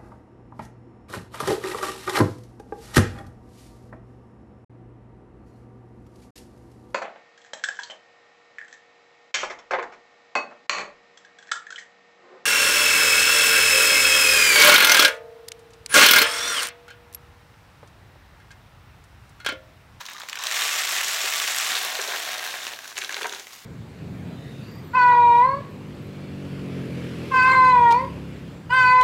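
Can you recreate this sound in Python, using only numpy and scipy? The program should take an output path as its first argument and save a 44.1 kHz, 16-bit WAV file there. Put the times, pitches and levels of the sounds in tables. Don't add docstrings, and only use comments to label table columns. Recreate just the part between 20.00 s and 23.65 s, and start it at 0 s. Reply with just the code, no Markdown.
import sys
import numpy as np
from scipy import signal
from scipy.fft import rfft, irfft
from scipy.io import wavfile
from scipy.ndimage import uniform_filter1d, map_coordinates

SR = 44100
rng = np.random.default_rng(int(sys.argv[2]) if len(sys.argv) > 2 else 0)


def output_pcm(signal):
    pcm = np.clip(np.atleast_2d(signal).T, -1, 1) * 32767
    wavfile.write(sys.argv[1], SR, np.round(pcm).astype(np.int16))


N = 160965

# frequency in Hz, level in dB.
BOTTLE_COLOUR = [(100, -64), (250, -26.5), (400, -14.5), (700, -9), (1700, 1.5), (3100, 1.5), (4500, -3),
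                 (7500, -1.5), (8600, -7.5), (10400, -10.5), (11500, -10.5), (16000, -14.5)]
# frequency in Hz, width in Hz, lift in dB.
BOTTLE_MODES = [(351, 12, 7), (764, 25, 4.5), (1161, 45, 6), (2500, 52, 1.5), (5440, 100, 4),
                (10300, 490, -9.5)]


def undb(db):
    return 10 ** (np.asarray(db) / 20)


def on_log(points, hz):
    f, v = np.array(points).T
    return np.interp(np.log(hz + 1), np.log(f), v)


def unit(x):
    return x / np.sqrt(np.sum(x ** 2, axis=-1, keepdims=True))


def add(out, start_s, x):
    i = max(int(start_s * SR), 0)
    out[i:i + len(x)] += x[:max(len(out) - i, 0)]


def body(colour, modes=(), size=4096):
    hz = np.fft.rfftfreq(size, 1 / SR)
    db = on_log(colour, hz) + sum(lift / (1 + (2 * (hz - f) / w) ** 2) for f, w, lift in modes)
    cepstrum = irfft(np.log(undb(db)))
    cepstrum[1:size // 2] *= 2
    cepstrum[size // 2 + 1:] = 0
    return unit(irfft(np.exp(rfft(cepstrum))))


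def room(x, wet_db, build_s=0.0005, size=16384):
    # frequency in Hz, T60 in seconds.
    decay = [(300, 0.54), (1200, 0.37), (4000, 0.3), (12000, 0.36)]
    t, hz = np.arange(size) / SR, np.fft.rfftfreq(size, 1 / SR)
    noise, tail = rfft(rng.standard_normal(size)), 0
    for f, t60_s in decay:
        band = on_log([(g, float(g == f)) for g, _ in decay], hz)
        tail = tail + irfft(noise * band) * np.exp(-np.log(1000) * t / t60_s)
    tail = unit(tail * (1 - np.exp(-t / build_s)))
    return (x + undb(wet_db) * signal.fftconvolve(x, tail)[:N]) / np.hypot(1, undb(wet_db))


def contacts(hz, ring_s, lift_db, treble_db=0, size=512, width_oct=0.55, rise_share=0.61):
    f = np.fft.rfftfreq(size, 1 / SR) + 1
    age = (np.arange(size) + 1) / SR / ring_s
    db = lift_db * np.exp(-.5 * (np.log2(f / np.reshape(hz, (-1, 1))) / width_oct) ** 2)
    db = db + treble_db * f ** 2 / (f ** 2 + 4500 ** 2)
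    ring = irfft(np.exp(2j * np.pi * rng.random(db.shape)) * undb(db))
    return unit(ring * np.exp(-age) * (1 - np.exp(-age / rise_share)))


def shower(flow, response, per_s, scatter_db, ring_s, surge_db=1, count=9000, spots=4, surge_per_s=41):
    when, lot, pitch = rng.random((count, 3)).T
    when_s = when * N / SR
    force = undb(scatter_db * np.clip(rng.standard_normal(count), -2, 2))
    flow_s, flow_db = np.array(flow).T
    gain = undb(np.interp(when_s, flow_s, flow_db, left=-120, right=-120))
    rate = np.minimum(per_s * np.sqrt(gain / gain.max()), count * SR / N)
    surge = undb(surge_db * np.interp(when_s * surge_per_s, np.arange(count), rng.uniform(-2, 2, count)))
    force = force * surge / np.sqrt(np.mean(force ** 2)) * gain * np.sqrt(SR / rate)
    clicks = contacts(500 * 2 ** (5 * pitch), ring_s, lift_db=7, size=256)
    tracks = np.zeros((spots, N))
    for k in np.flatnonzero(lot < rate * N / SR / count):
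        add(tracks[k % spots], when_s[k], force[k] * clicks[k])
    return signal.oaconvolve(sum(room(x, wet_db=-6) for x in tracks), response)[:N]


def strikes(rows, response, ring_s):
    out = np.zeros(N)
    for start_s, db, hz, treble_db in rows:
        contact = contacts(hz, ring_s, lift_db=11, treble_db=treble_db)[0]
        click = unit(signal.fftconvolve(contact, response))
        add(out, start_s, undb(db) * np.sqrt(ring_s * SR) / 3 * click)
    return out


def skitter():
    # time in seconds, level in dB.
    flow = [(0, -37.5), (0.035, -50.5), (0.1, -45), (0.17, -46), (0.23, -41), (0.27, -50), (0.3, -44.5),
            (0.45, -36.5), (0.55, -48)]
    # frequency in Hz, level in dB.
    colour = [(100, -46), (450, -4), (1000, 5.5), (1800, 1.5), (3000, 1), (4800, -2.5), (6500, 0),
              (10000, -27), (16000, -23)]
    # frequency in Hz, width in Hz, lift in dB.
    modes = [(1030, 190, 4.5), (1210, 37, -1), (1800, 290, 5.5), (3850, 510, 8), (5540, 350, 3)]
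    return shower(flow, body(colour, modes), per_s=550, scatter_db=2, ring_s=0.0015)


def seed_ticks():
    # start in seconds, relative level in dB, pitch in Hz, treble in dB.
    hits = [(0.009, -25, 1080, 12), (0.016, -28, 1750, 12), (0.054, -23, 3840, 11), (0.063, -20, 3960, 11),
            (0.086, -19.5, 1780, -5), (0.098, -24, 2230, 15), (0.115, -25.5, 1090, 1.5),
            (0.133, -23.5, 3820, 30), (0.199, -26, 1030, 29), (0.206, -21, 1450, -1),
            (0.217, -20.5, 3930, -15), (0.234, -25, 1800, -1), (0.287, -16, 1900, 5),
            (0.296, -16, 3670, 11), (0.329, -12, 2340, -6), (0.355, -15.5, 1800, 11),
            (0.373, -16.5, 1990, -16), (0.388, -18, 5260, -5), (0.391, -20.5, 1160, 1),
            (0.409, -26, 6000, 7), (0.426, -21, 3000, 2), (0.437, -11.5, 2420, 17), (0.468, -7, 3720, 15),
            (0.512, -10, 1710, 7), (0.522, -10.5, 6030, 1), (0.543, -13, 3340, -26),
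            (0.566, -8.5, 2650, -23), (0.587, -16, 1180, -8), (0.619, -5.5, 3270, -9),
            (0.652, -9.5, 1150, -3), (0.69, -10, 1780, -6), (0.787, -11, 3470, 8), (0.834, -13, 2570, 0),
            (0.964, -8, 2580, 2), (0.985, -9.5, 2300, 1), (1.008, -20, 3630, 2), (1.045, -11, 5410, 1),
            (1.082, -11, 7000, 13), (1.259, -10, 3170, 7), (1.335, -13.5, 2590, 0), (1.4, -10, 3060, 4),
            (1.476, -8.5, 3030, 8), (1.584, -7, 3600, 25)]
    return room(strikes(hits, body(BOTTLE_COLOUR, BOTTLE_MODES), ring_s=0.0016), wet_db=-9)


def wall_pings(t60_s=0.24):
    # start in seconds, level in dB, pitch in Hz.
    pings = [(0.149, -40, 1213), (0.385, -43, 1140)]
    out, t = np.zeros(N), np.arange(SR // 2) / SR
    for start_s, db, hz in pings:
        add(out, start_s, undb(db) * np.sin(2 * np.pi * hz * t) * np.exp(-np.log(1000) * t / t60_s))
    return out


def stream():
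    # time in seconds, level in dB.
    seed_flow = [(0.3, -68), (0.42, -40), (0.5, -31.5), (0.6, -25), (0.72, -26.5), (1.0, -27.5),
                 (1.35, -27), (1.6, -27), (1.77, -29), (1.83, -34.5), (2.2, -36.5), (2.42, -48),
                 (2.66, -41), (2.78, -53)]
    husk_flow = [(0.36, -46), (0.55, -38), (1.0, -41.5), (1.7, -36.5), (2.1, -50), (2.65, -50.5),
                 (2.75, -63)]
    # frequency in Hz, level in dB.
    husk_colour = [(100, -48), (700, -21), (2000, 1.5), (7000, -4.5), (10400, -2), (12500, -4.5),
                   (16000, -4.5)]
    bottle = body(BOTTLE_COLOUR, BOTTLE_MODES)
    seeds = shower(seed_flow, bottle, per_s=1500, scatter_db=1, ring_s=0.00063, surge_db=0.5)
    husks = shower(husk_flow, body(husk_colour), per_s=76, scatter_db=5.5, ring_s=0.0004,
                   count=1000, spots=1)
    return seeds + husks


def flex(x, share=0.018, per_s=12):
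    steps = np.arange(N) / SR * per_s
    bend = rng.standard_normal(int(steps[-1]) + 2)
    shift = np.cumsum(np.interp(steps, np.arange(len(bend)), bend)) * share
    shift = shift - uniform_filter1d(shift, SR // 2)
    return map_coordinates(x, [np.arange(N) + shift], order=5, mode="mirror")


def trickle():
    # time in seconds, level in dB.
    flow = [(0.45, -38.5), (1.1, -37.5), (1.55, -35.5), (1.75, -31.5), (1.95, -31.5), (2.16, -31),
            (2.39, -32.5), (2.55, -34.5), (2.69, -36), (2.77, -46.5), (2.93, -47.5)]
    # frequency in Hz, level in dB.
    colour = [(100, -35), (260, -9.5), (450, -4), (900, 0), (2000, 3), (4200, 3), (4950, -2.5), (5800, 0.5),
              (8500, -7.5), (10400, -10), (11500, -8), (16000, -11)]
    # frequency in Hz, width in Hz, lift in dB.
    modes = [(393, 9.8, 6.5), (651, 58, 7.8), (742, 76, 7.3), (1080, 110, 4.6), (1614, 91, 6.1),
             (1860, 160, 3), (3620, 290, 3.2)]
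    return flex(shower(flow, body(colour, modes), per_s=1100, scatter_db=3, ring_s=0.0015, surge_db=1.24))


def neck_bumps():
    # start in seconds, relative level in dB, pitch in Hz.
    bumps = [(1.24, -14.5, 620), (1.989, -12.5, 615), (1.994, -11, 1550), (2.083, -16.5, 483),
             (2.12, -10.5, 1720), (2.134, -11, 1400), (2.146, -13, 1500), (3.094, -19.5, 1020),
             (3.167, -20.5, 500), (3.212, -12, 1490), (3.222, -15.5, 504), (3.243, -8.5, 1280),
             (3.249, -12.5, 790), (3.255, -7, 1140)]
    # frequency in Hz, level in dB.
    colour = [(40, -33), (150, -19.5), (260, -15.5), (420, -1), (1000, -14), (1650, -1.5), (2300, -5.5),
              (5000, -29), (16000, -40)]
    # frequency in Hz, width in Hz, lift in dB.
    modes = [(397, 23, 6.6), (557, 50, 4.5), (750, 65, 9), (950, 82, 15), (1058, 41, 14), (1550, 110, 4.6)]
    knocks = strikes([(s, db, hz, 0) for s, db, hz in bumps], body(colour, modes), ring_s=0.0029)
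    return room(undb(-4) * knocks, wet_db=-9)


def crinkle():
    # start in seconds, relative level in dB, pitch in Hz, treble in dB.
    creases = [(1.718, -8.5, 3660, -6), (1.752, -9, 3870, 13), (1.766, -10, 3720, 2), (1.775, -10, 3600, 0),
               (1.85, -15, 1630, -3), (1.952, -12, 3440, 14), (2.015, -13.5, 6300, 5),
               (2.076, -16.5, 5500, 4), (2.54, -13.5, 1590, -7), (2.566, -19.5, 2160, -11),
               (2.667, -12.5, 3750, -10), (2.734, -17.5, 3170, -5), (2.789, -19.5, 1630, 14),
               (2.844, -23.5, 2210, 12), (2.854, -22.5, 1510, -15.5), (2.877, -23, 8100, 7),
               (2.917, -25, 1550, -7), (2.925, -27, 1650, 6), (2.964, -26, 3000, 12),
               (2.968, -15.5, 2850, 0), (2.977, -14.5, 5560, 20), (2.98, -12, 2140, 3),
               (2.986, -13, 6810, -1), (3.016, -14.5, 3350, 0), (3.02, -12.5, 2300, 3),
               (3.03, -20, 1750, 0), (3.037, -18, 1750, 9), (3.046, -14, 3550, 13), (3.093, -12.5, 2080, 2),
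               (3.106, -19, 1840, 11), (3.113, -20, 1800, 7), (3.124, -17, 6000, 1), (3.127, -18, 2350, 1),
               (3.143, -11.5, 3850, -6), (3.166, -11.5, 2030, -4), (3.218, -15, 1900, 2),
               (3.23, -12.5, 2970, 0), (3.268, -19.5, 7300, 8), (3.294, -17, 3900, 10),
               (3.322, -19, 1700, -3), (3.325, -16.5, 5950, -12), (3.335, -19, 1570, -1),
               (3.347, -20, 3920, 8), (3.396, -21, 6150, 8), (3.469, -23, 2560, 5)]
    # time in seconds, level in dB.
    crumpling = [(2.955, -42), (2.98, -39.5), (3.04, -40.5), (3.08, -44), (3.11, -39.5), (3.18, -37.5),
                 (3.23, -38.5), (3.29, -51), (3.335, -39.5), (3.42, -45.5)]
    # frequency in Hz, level in dB.
    colour = [(100, -37), (250, -8), (400, -1.5), (1000, -1.5), (2200, -0.5), (4200, -1), (4950, -6.5),
              (6200, -1.5), (8500, -12), (11000, -13.5), (16000, -20)]
    # frequency in Hz, width in Hz, lift in dB.
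    modes = [(386, 55, 6), (780, 76, 2.2), (1030, 47, 3.7), (1610, 200, 6.6), (2230, 270, 3.5),
             (3580, 650, 1.8)]
    paper = body(colour, modes)
    snaps = undb(0.5) * strikes(creases, paper, ring_s=0.0016)
    crumple = shower(crumpling, paper, per_s=700, scatter_db=1, ring_s=0.0012, spots=2)
    return room(snaps, wet_db=-6.5) + crumple


def slide():
    # time in seconds, level in dB.
    flow = [(1.735, -43.5), (1.755, -35), (1.778, -30), (1.795, -46)]
    # frequency in Hz, level in dB.
    colour = [(100, -50), (2400, -16), (3500, 0), (4100, 0), (5200, -14), (16000, -26)]
    return shower(flow, body(colour), per_s=1300, scatter_db=3, ring_s=0.0016, surge_db=-1, spots=1)


def rub():
    # time in seconds, level in dB.
    friction = [(2.6, -62.5), (2.85, -45.5), (2.93, -49), (3.35, -45), (3.48, -52.5), (3.53, -44.5),
                (3.65, -51)]
    # frequency in Hz, level in dB.
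    colour = [(100, -35), (450, -5.5), (800, 2.5), (1900, 3.5), (6800, 5), (8500, -3.5), (10400, -5.5),
              (13000, -1.5), (16000, -6)]
    return shower(friction, body(colour), per_s=1200, scatter_db=6, ring_s=0.0036, spots=2)


def room_tone():
    # frequency in Hz, level in dB.
    colour = [(20, -24), (55, -11), (90, -10.5), (250, -9), (500, -13), (2000, -6.5), (16000, -20)]
    return undb(-51) * signal.fftconvolve(rng.standard_normal(N), body(colour))[:N]


def scene():
    air = room_tone()
    seed = skitter() + stream() + trickle() + slide() + seed_ticks() + wall_pings()
    paper = neck_bumps() + crinkle() + rub()
    return (air + seed + paper)[None]


def record(dry, ceiling=0.37, top_hz=15900):
    lowpass = signal.ellip(10, .2, 70, top_hz, fs=SR, output="sos")
    return signal.sosfilt(lowpass, ceiling * np.tanh(dry / ceiling))


dry = scene()
out = record(dry)
output_pcm(out)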